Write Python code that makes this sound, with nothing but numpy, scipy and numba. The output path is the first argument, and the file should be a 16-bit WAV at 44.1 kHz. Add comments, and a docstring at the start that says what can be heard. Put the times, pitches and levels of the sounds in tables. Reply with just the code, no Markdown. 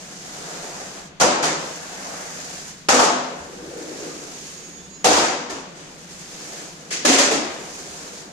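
"""In a bare, echoing room a steel trowel drags adhesive over a wide panel on trestles, some metres from a phone.
Dense grit clicks hiss on the blade and drum the panel; now and then the blade slaps the panel and bounces.
Slaps and drags are noise shaped by the room's echoes; ringing panel, singing blade and trestles are sine tones.
A ventilation rumble made of noise lies under it, and the phone's limiter turns the loudest moments down."""
import sys
import numpy as np
from scipy import signal
from scipy.fft import rfft, irfft
from scipy.io import wavfile
from scipy.ndimage import uniform_filter1d
from numba import njit

SR = 44100
rng = np.random.default_rng(int(sys.argv[2]) if len(sys.argv) > 2 else 0)


def store_pcm(level_fs):
    """Save levels as 16-bit WAV."""
    pcm = np.round(np.clip(level_fs, -1, 1) * 32767).astype(np.int16)
    wavfile.write(sys.argv[1], SR, np.atleast_2d(pcm).T)


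N = 366912  # length of the sound in samples

# One list per trowel stroke: (time [s], blade hiss level [dB], panel drumming level [dB])
STROKE_LEVELS = [
    [(0.0, -42.5, -50.5), (0.25, -41, -47), (0.52, -37.5, -38.5), (0.8, -38.5, -39.5), (1.0, -41.5, -43.5),
     (1.07, -49, -54), (1.11, -60, -50), (1.19, -64, -75)],
    [(1.65, -38, -46.5), (1.87, -39.5, -43.5), (2.1, -37.5, -37.5), (2.5, -37.5, -44), (2.69, -39.5, -54),
     (2.74, -45.5, -72), (2.87, -53, -75)],
    [(3.5, -45.5, -50), (3.6, -46.5, -48.5), (3.8, -42, -45), (4.04, -40, -43.5), (4.3, -40.5, -50.5),
     (4.49, -39, -58), (4.72, -46.5, -54), (5.03, -53.5, -63)],
    [(5.62, -56, -52), (5.8, -50.5, -54), (5.97, -47, -53.5), (6.1, -42, -56), (6.45, -39, -47.5),
     (6.58, -36.5, -44.5), (6.72, -44, -51.5), (6.89, -48.5, -51.5)],
    [(7.55, -43, -47), (7.75, -39.5, -46.5), (8.08, -39.5, -46), (8.2, -41, -48.5), (8.28, -50.5, -49.5)],
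]
# For each stroke, how much deeper the panel drums where the blade works: (lift of the second band [dB])
STROKE_DEPTHS = [-5.5, -14, 8.5, 2, 1]
# Slaps and bounces: (time [s], wet smack on the blade [dB], knock of the panel [dB],
# extra depth of the knock [dB], extra bite at 1-1.6 kHz [dB], fading time of the contact [ms])
SLAP_EVENTS = [(1.199, -17, -17, -14, 1, 7.4), (1.209, -14.5, -9.5, 2, 2.5, 4.5),
               (1.427, -21.5, -22, -8, 6.5, 2), (1.437, -21.5, -25.5, 8.5, -8, 5.9),
               (2.886, -12, -10, -6, 2.5, 2.6), (2.940, -16.5, -17, 5, 5, 12),
               (2.990, -18, -10.5, -8, 5.5, 3.8), (3.028, -20, -16, -2, -4, 2.6),
               (5.043, -11, -10, -1, -3, 8), (5.100, -14, -12.5, 0, 2, 45), (5.170, -20.5, -20, 1, 4, 3.9),
               (5.228, -44, -26, -13, -6, 3), (5.496, -32.5, -33, 7.5, 1.5, 3), (5.570, -44, -48, 8, 2, 4),
               (5.750, -41, -46, 10, 1, 41), (6.906, -26.5, -43, 2, -2.5, 5),
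               (6.925, -26.5, -44, 3, -12, 2.2), (7.05, -12.5, -18.5, -1, 1, 2.9),
               (7.079, -13, -17.5, 10, -2, 14), (7.125, -15, -38, 5, 1, 3.9), (7.182, -12, -17, 7, 1, 3.2),
               (7.225, -21, -25, -1, 4, 5), (7.311, -21, -20, 7.5, -4, 2.5)]
# Tone colour of the slaps before the panel adds its own: (frequency [Hz], relative level per Hz [dB])
SLAP_SPECTRUM = [(82, -40), (140, -13.5), (215, -9.5), (252, -11.5), (380, -7.5), (489, -9), (529, -4),
                 (738, -4.5), (798, -3.5), (1030, -3.5), (1160, -2.5), (2430, -5.5), (6600, -11.5),
                 (12100, -31.5), (15000, -85)]
# Tone colour of the dragging before the panel adds its own: (frequency [Hz], relative level per Hz [dB])
DRAG_SPECTRUM = [(88, -23), (150, -14), (172, -1.5), (225, -8.5), (294, 3.5), (331, 2.5), (371, 5),
                 (433, 3), (701, 3.5), (1030, -1), (1640, 1.5), (3270, -7), (6680, -7), (13900, -29),
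                 (15000, -48)]
# Bending tones of the panel: (frequency [Hz], width [Hz], relative level [dB])
PANEL_MODES = [(253, 6.7, 3.5), (306, 7.3, 0), (358, 24, -7.5), (406, 14, -6.5), (482.4, 12, 1),
               (565, 13, -8), (699, 17, -6), (735, 3, 2), (884, 10, -10)]
# Single panel tones where the blade lands or presses: (time [s], frequency [Hz], level [dB], 60 dB fade [s])
PANEL_RINGS = [(1.21, 477, -9, 0.2), (1.212, 882, -13.5, 0.32), (1.211, 1420, -13.5, 0.17),
               (1.24, 508, -10, .18), (1.262, 598, -10, 0.22), (1.27, 510, -17, .2), (1.4, 504, -22, 0.35),
               (1.429, 160, -31, 0.8), (1.43, 1300, -21, 0.33), (1.45, 680, -22.5, 0.22),
               (1.5, 315, -26.5, 0.34), (2.89, 811, -14.5, .3), (2.931, 254, -15.5, 0.42),
               (2.92, 647, -16, 0.23), (2.986, 900, -13, 0.32), (3.035, 881, -16, 0.36),
               (3.091, 990, -22, 0.23), (3.03, 1246, -19, 0.32), (3.03, 330, -21.5, 0.3),
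               (3.111, 254.4, -22, 0.51), (3.3, 718, -37, 0.53), (3.53, 486, -36.5, 0.77),
               (3.62, 321, -34.5, 0.81), (3.75, 453, -37, .6), (3.85, 319, -38, .6), (4.2, 400, -44, .5),
               (4.1, 300.5, -37.5, 0.86), (5.045, 756, -12, 0.5), (5.045, 887, -16, .3),
               (5.09, 633, -17, .3), (5.165, 758, -15, .3), (5.22, 915, -18, .2), (5.06, 486.5, -14.5, 0.5),
               (5.09, 297, -16, 0.49), (5.17, 437, -18, 0.25), (5.29, 768, -20, 0.17),
               (5.33, 260, -28.5, 0.14), (5.38, 490, -29, 0.36), (5.494, 386, -27.5, 0.25),
               (5.496, 1780, -34, .25), (5.56, 268, -31.5, 0.18), (7.048, 576, -7, 0.086),
               (7.048, 318, -13.5, .12), (7.051, 1710, -17, 0.088), (7.083, 466, -8, .07),
               (7.095, 272, -12, 0.3), (7.124, 270, -11, 0.21), (7.19, 567, -14, 0.27),
               (7.23, 588, -18.5, 0.37), (7.225, 1116, -15.5, 0.11), (7.195, 307, -17, 0.22),
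               (7.225, 267, -19, 0.4), (7.31, 447, -13.5, .14), (7.345, 283, -16.5, 0.27),
               (7.34, 588, -23, .3)]
# Brief squeaks of the blade edge:
# (time [s], frequency [Hz], level [dB], length [s], left minus right [dB])
EDGE_SQUEAKS = [(4.09, 1200, -51, .1, -15), (4.77, 3526, -52, .12, 3), (4.88, 4650, -54, .09, 4),
                (4.88, 7250, -56, .1, -16), (4.9, 4050, -54, .1, 0), (4.7, 4900, -63, .12, -16),
                (4.64, 4750, -53, .05, 4), (4.91, 6850, -52, 0.16, -16), (4.93, 5200, -55, .1, 4)]
# Shudders of the trestles: (time [s], level [dB])
TRESTLE_SHUDDERS = [(1.22, -34.5), (1.468, -43), (2.887, -36.5), (3.4, -43), (3.58, -47), (5.059, -35),
                    (5.13, -33), (5.519, -45), (7.33, -41), (7.899, -48)]
# Tone colour of the ventilation: (frequency [Hz], relative level per Hz [dB])
AIR_SPECTRUM = [(20, -15), (40, -25.5), (75, -10), (125, -21.5), (150, -1), (200, -3), (240, -11.5),
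                (600, -18), (1200, -19.5), (3500, -23.5), (5500, -32.5), (6800, -31), (8000, -44),
                (15000, -59)]
# How long the room's echoes take to fade by 60 dB: (frequency [Hz], time [s])
ROOM_FADE = [(125, 1.1), (250, 1.02), (500, 0.86), (1000, 0.88), (1400, 0.83), (2000, 0.85), (4000, 0.74),
             (8000, 0.57), (14000, 0.084)]
# How alike left and right sound: (frequency [Hz], correlation [-1 to 1])
STEREO_LIKENESS = [(30, .75), (130, .88), (250, .86), (400, .78), (700, .3), (1200, -.08), (3100, 0.),
                   (15000, 0.)]
# Stereo balance: (frequency [Hz], left minus right [dB])
STEREO_BALANCE = [(60, -2.5), (200, 1.3), (1400, 2), (3000, 1.5), (5000, 7.5), (7000, -10), (10000, -1.5),
                  (15000, 0)]
# Borders of the seven energy bands, low to high: (frequency [Hz])
BAND_EDGES = (110, 220, 520, 1000, 1600, 2600, 5000, 12000)
# Share of each of the seven bands, low to high, in the drag's hiss and drumming: (level [dB])
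DRAG_HISS_SHARES = (-30, -14, -18, -12.5, -10.5, -5.5, 0.5)
DRAG_DRUM_SHARES = (-14.5, -0.5, -0.5, -5, -7, -29, -30)
# Share of each of the seven bands, low to high, in the slap's smack and knock: (level [dB])
SLAP_SMACK_SHARES = (-31, -11, -23, -9.5, -6.5, -4.5, -0.5)
SLAP_KNOCK_SHARES = (-22, -9, -1.5, -9, -13.5, -35, -30)

AIR_DB = -45
PANEL_RING_DB = -7.0  # shifts all the panel's bending tones
TRESTLE_HZ, TRESTLE_T60_S = 75.2, 0.48
# The blade sings as it lifts: it swells to a peak, then fades until the next slap
SING_HZ, SING_DB, SING_SWELL_DB_S, SING_FADE_DB_S = 6635, -47.5, 36, 23
SING_START_S, SING_PEAK_S, SING_END_S = 3.8, 4.69, 5.03
RING_RISE_S, RING_SPREAD_RAD = 0.0062, 0.32  # the spread between the ports is for a 420 Hz tone
RING_BEAT_HZ, RING_BEAT_DEPTH = 14, .3
PORT_HZ, PORT_WIDTH_HZ, PORT_DB = 6370, 1400, 3
LIMIT_DB, LIMIT_RATIO = -13, 1.46
ATTACK_S, RELEASE_S, LOOK_AHEAD_S = 0.00065, 0.27, 0.0012
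TOP_HZ = 15000


def undb(db):
    """Turn a level in dB into a gain."""
    return 10 ** (np.asarray(db) / 20)


def unit(x):
    """Scale a signal to an average strength (rms) of 1."""
    return x / np.sqrt(np.mean(x ** 2))


def frequencies(size):
    """Frequencies in Hz of the bins of a spectrum."""
    return np.fft.rfftfreq(size, 1 / SR)


def along(table, size):
    """Read a (frequency, value) table at every bin of a spectrum."""
    table_hz, value = np.transpose(table)
    return np.interp(np.log(frequencies(size) + 1), np.log(table_hz), value)


def one_pole(x, keep, start):
    """Follow a signal sluggishly, keeping a fixed share of the old value at each sample."""
    return signal.lfilter([1 - keep], [1, -keep], x, zi=[start])[0]


def stereo_noise(size):
    """Spectra of noise at two ports close together: alike in the bass, unrelated in the treble."""
    mid, side = rfft(rng.standard_normal((2, size)))
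    like = np.clip(along(STEREO_LIKENESS, size), -.9, .99)
    balance = undb(along(STEREO_BALANCE, size) / 2)
    mid = mid * np.sqrt((1 + like) / 2)
    side = side * np.sqrt((1 - like) / 2)
    # the small cavity in front of each capsule resonates
    offset = 2 * (frequencies(size) - PORT_HZ) / PORT_WIDTH_HZ
    port = undb(PORT_DB / (1 + offset ** 2))
    return np.array([(mid + side) * balance, (mid - side) / balance]) * port


def air():
    """Steady ventilation rumble and faint hiss: noise coloured by its table."""
    spectrum = stereo_noise(N) * undb(along(AIR_SPECTRUM, N))
    return undb(AIR_DB) * unit(irfft(spectrum, N))


def panel_gain(hz):
    """The panel's bending tones stand out of whatever shakes it."""
    power = 1
    for mode_hz, width_hz, db in PANEL_MODES:
        power = power + undb(2 * (db + PANEL_RING_DB)) * 20 / (1 + (2 * (hz - mode_hz) / width_hz) ** 2)
    return np.sqrt(power)


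def room(energy, colour, direct, linger, build_s=0.0012, patchy_db=2.0, even_hz=900., moves_per_s=16., count=17):
    """Dense echoes of bare walls: in each band, energy builds up and drains at the room's rate.

    energy: seven bands against time; direct: share heard at once; linger: share of the room's fading time.
    """
    hz = frequencies(N)
    noise = stereo_noise(N) * undb(along(colour, N)) * panel_gain(hz)
    # even out the noise power, so that each band gets the energy asked for
    power = np.mean(abs(noise) ** 2, axis=0) * 2 / N ** 2
    edges = np.array(BAND_EDGES)
    band_power = [[power[(hz >= low) & (hz < high)].sum()] for low, high in zip(edges, edges[1:])]
    energy = energy / band_power

    middles = np.log(edges[1:] * edges[:-1]) / 2
    centres = np.linspace(np.log(60), np.log(16000), count)
    spots = np.arange(0, N + SR, int(SR / moves_per_s))
    fade_hz, fade_s = np.array(ROOM_FADE).T
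    soft = np.exp(-1 / (build_s * SR))  # the first echoes arrive one by one
    out = 0
    for k, centre in enumerate(centres):
        band = irfft(noise * np.interp(np.log(hz + 1), centres, np.arange(count) == k), N)
        # between the middles of the seven bands, take a blend of two neighbours
        blend = np.array([np.interp(centre, middles, row) for row in np.eye(len(middles))])
        blend = blend ** 2 / np.sum(blend ** 2)
        given = blend @ energy
        t60 = linger * np.interp(centre, np.log(fade_hz), fade_s)
        keep = undb(-2 * 60 / t60 / SR)
        held = one_pole(given, keep, given[:SR // 20].mean())
        # the tool moves, so each band meets other room modes from moment to moment, less so in the dense treble
        wander_db = patchy_db / np.sqrt(1 + np.exp(centre) / even_hz)
        wander = np.interp(np.arange(N), spots, rng.standard_normal(len(spots)))
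        held *= undb(2 * wander_db * wander)
        heard = one_pole(held + direct * given, soft, held[0])
        out = out + band * np.sqrt(heard)
    return out


def parts(blade_db, panel_db, depth_db, blade_shares_db, panel_shares_db):
    """Energy in seven bands from blade plus panel; depth lifts the panel's second band."""
    deep = np.arange(len(panel_shares_db)) == 1
    blade_bands_db = np.add.outer(np.array(blade_shares_db), blade_db)
    panel_bands_db = np.add.outer(np.array(panel_shares_db), panel_db) + np.outer(deep, depth_db)
    return undb(2 * blade_bands_db) + undb(2 * panel_bands_db)


def trestles(rise_s=0.004):
    """The supports, pushed softly, shudder in one low tone that dies away."""
    out = np.zeros(N + SR)
    t = np.arange(SR) / SR
    envelope = (1 - np.exp(-t / rise_s)) * undb(-60 * t / TRESTLE_T60_S)
    shudder = envelope * np.sin(2 * np.pi * TRESTLE_HZ * t)
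    for s, db in TRESTLE_SHUDDERS:
        start = int(s * SR)
        out[start:start + SR] += undb(db) * shudder
    return out[:N]


def blade(sing_lean_db=-17.0):
    """Thin steel sings and squeaks in pure tones whose strength wavers at each port and whose pitch wavers."""
    t = np.arange(N) / SR
    half = np.array([[.5], [-.5]])  # left and right each take half of the lean
    slow = uniform_filter1d(rng.standard_normal((3, N)), size=900)
    slow = unit(uniform_filter1d(slow, size=900))
    sway = 0.84 * slow[2]  # radians

    db = SING_DB - np.maximum(SING_SWELL_DB_S * (SING_PEAK_S - t), SING_FADE_DB_S * (t - SING_PEAK_S))
    singing = (t > SING_START_S) & (t < SING_END_S)
    sine = np.sqrt(2) * np.sin(2 * np.pi * SING_HZ * t + sway / 2)
    tone = sine * undb(db + sing_lean_db * half) * singing
    for s, hz, db, length, lean_db in EDGE_SQUEAKS:
        on = slice(int(s * SR), int((s + length) * SR))
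        swell = np.sin(np.pi * np.clip((t[on] - s) / length, 0, 1)) ** .5
        squeak = np.sin(2 * np.pi * hz * t[on] + sway[on]) * swell
        tone[:, on] += undb(db + lean_db * half) * squeak
    return tone * (1 + .4 * slow[:2])


def rings():
    """Single panel tones swell as the room fills and die away, a little out of step at the two ports."""
    out = np.zeros((2, N + 2 * SR))
    chances = rng.standard_normal((len(PANEL_RINGS), 3))
    for (s, hz, db, t60), (phase, lag, beat) in zip(PANEL_RINGS, chances):
        t = np.arange(int(min(t60, 2) * SR)) / SR
        shape = (1 - np.exp(-t / RING_RISE_S)) * undb(db - 60 * t / t60)
        # close pairs of modes beat
        beat_hz = RING_BEAT_HZ * (1 + beat / 4)
        shape *= 1 + RING_BEAT_DEPTH * np.cos(2 * np.pi * beat_hz * t)
        lead = RING_SPREAD_RAD * hz / 420 * lag * np.array([[1], [-1]])
        start = int(s * SR)
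        out[:, start:start + len(t)] += shape * np.sin(2 * np.pi * hz * t + np.pi * phase + lead)
    return out[:, :N]


def slaps(fill_s=0.044):
    """Each contact gives off a short burst of energy, its level times fill_s, which the room then holds."""
    energy = np.zeros((len(BAND_EDGES) - 1, N + SR))
    t = np.arange(SR // 5) / SR
    bite = np.arange(len(energy))[:, None] == 3  # the 1-1.6 kHz band
    for s, smack_db, knock_db, depth_db, bite_db, ms in SLAP_EVENTS:
        burst = np.exp(-t * 1000 / ms) * 1000 / ms * fill_s
        bands = parts([smack_db], [knock_db], depth_db, SLAP_SMACK_SHARES, SLAP_KNOCK_SHARES)
        start = int(s * SR)
        energy[:, start:start + len(t)] += bands * undb(2 * bite_db * bite) * burst
    return room(energy[:, :N], SLAP_SPECTRUM, direct=0.028, linger=1.0)


def drag(clicks_hz=1530.0, scatter_db=1.5):
    """Grit under the edge gives dense clicks of uneven size that hiss on the blade and drum the panel."""
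    t = np.arange(N) / SR
    s, hiss_db, drum_db = np.vstack(STROKE_LEVELS).T
    depths = np.repeat(STROKE_DEPTHS, [len(stroke) for stroke in STROKE_LEVELS])
    depth_db = np.interp(t, s, depths)
    hiss_db, drum_db = np.interp(t, s, hiss_db), np.interp(t, s, drum_db)

    chance = rng.random((2, N))
    click = chance[0] < clicks_hz / SR
    size = undb(-scatter_db * np.log(1 - chance[1]))
    grit = unit(click * size)
    energy = parts(hiss_db, drum_db, depth_db, DRAG_HISS_SHARES, DRAG_DRUM_SHARES)
    # a faint rub is heard mostly in its early echoes, which fade sooner
    return room(energy * grit ** 2, DRAG_SPECTRUM, direct=0.11, linger=0.3)


def scene():
    """The trowel at work in the room, over the rumble."""
    return air() + trestles() + blade() + rings() + slaps() + drag()


@njit
def follow(size, attack, release):
    """Level detector that rises fast and falls slowly."""
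    out, level = np.empty(len(size)), 1e-6
    for i in range(len(size)):
        level += (size[i] - level) * (attack if size[i] > level else release)
        out[i] = level
    return out


def record(dry):
    """The phone's limiter looks slightly ahead and turns both channels down together; the top is cut."""
    level = follow(np.abs(dry).mean(axis=0), 1 / (ATTACK_S * SR), 1 / (RELEASE_S * SR))
    level = np.interp(np.arange(N) + LOOK_AHEAD_S * SR, np.arange(N), level)
    gain = np.minimum(1, undb(LIMIT_DB) / level) ** (1 - 1 / LIMIT_RATIO)
    limited = np.clip(dry * gain, -1, 1)
    top_cut = signal.ellip(12, .2, 95, TOP_HZ, fs=SR, output="sos")
    return signal.sosfilt(top_cut, limited)


dry = scene()
out = record(dry)
store_pcm(out)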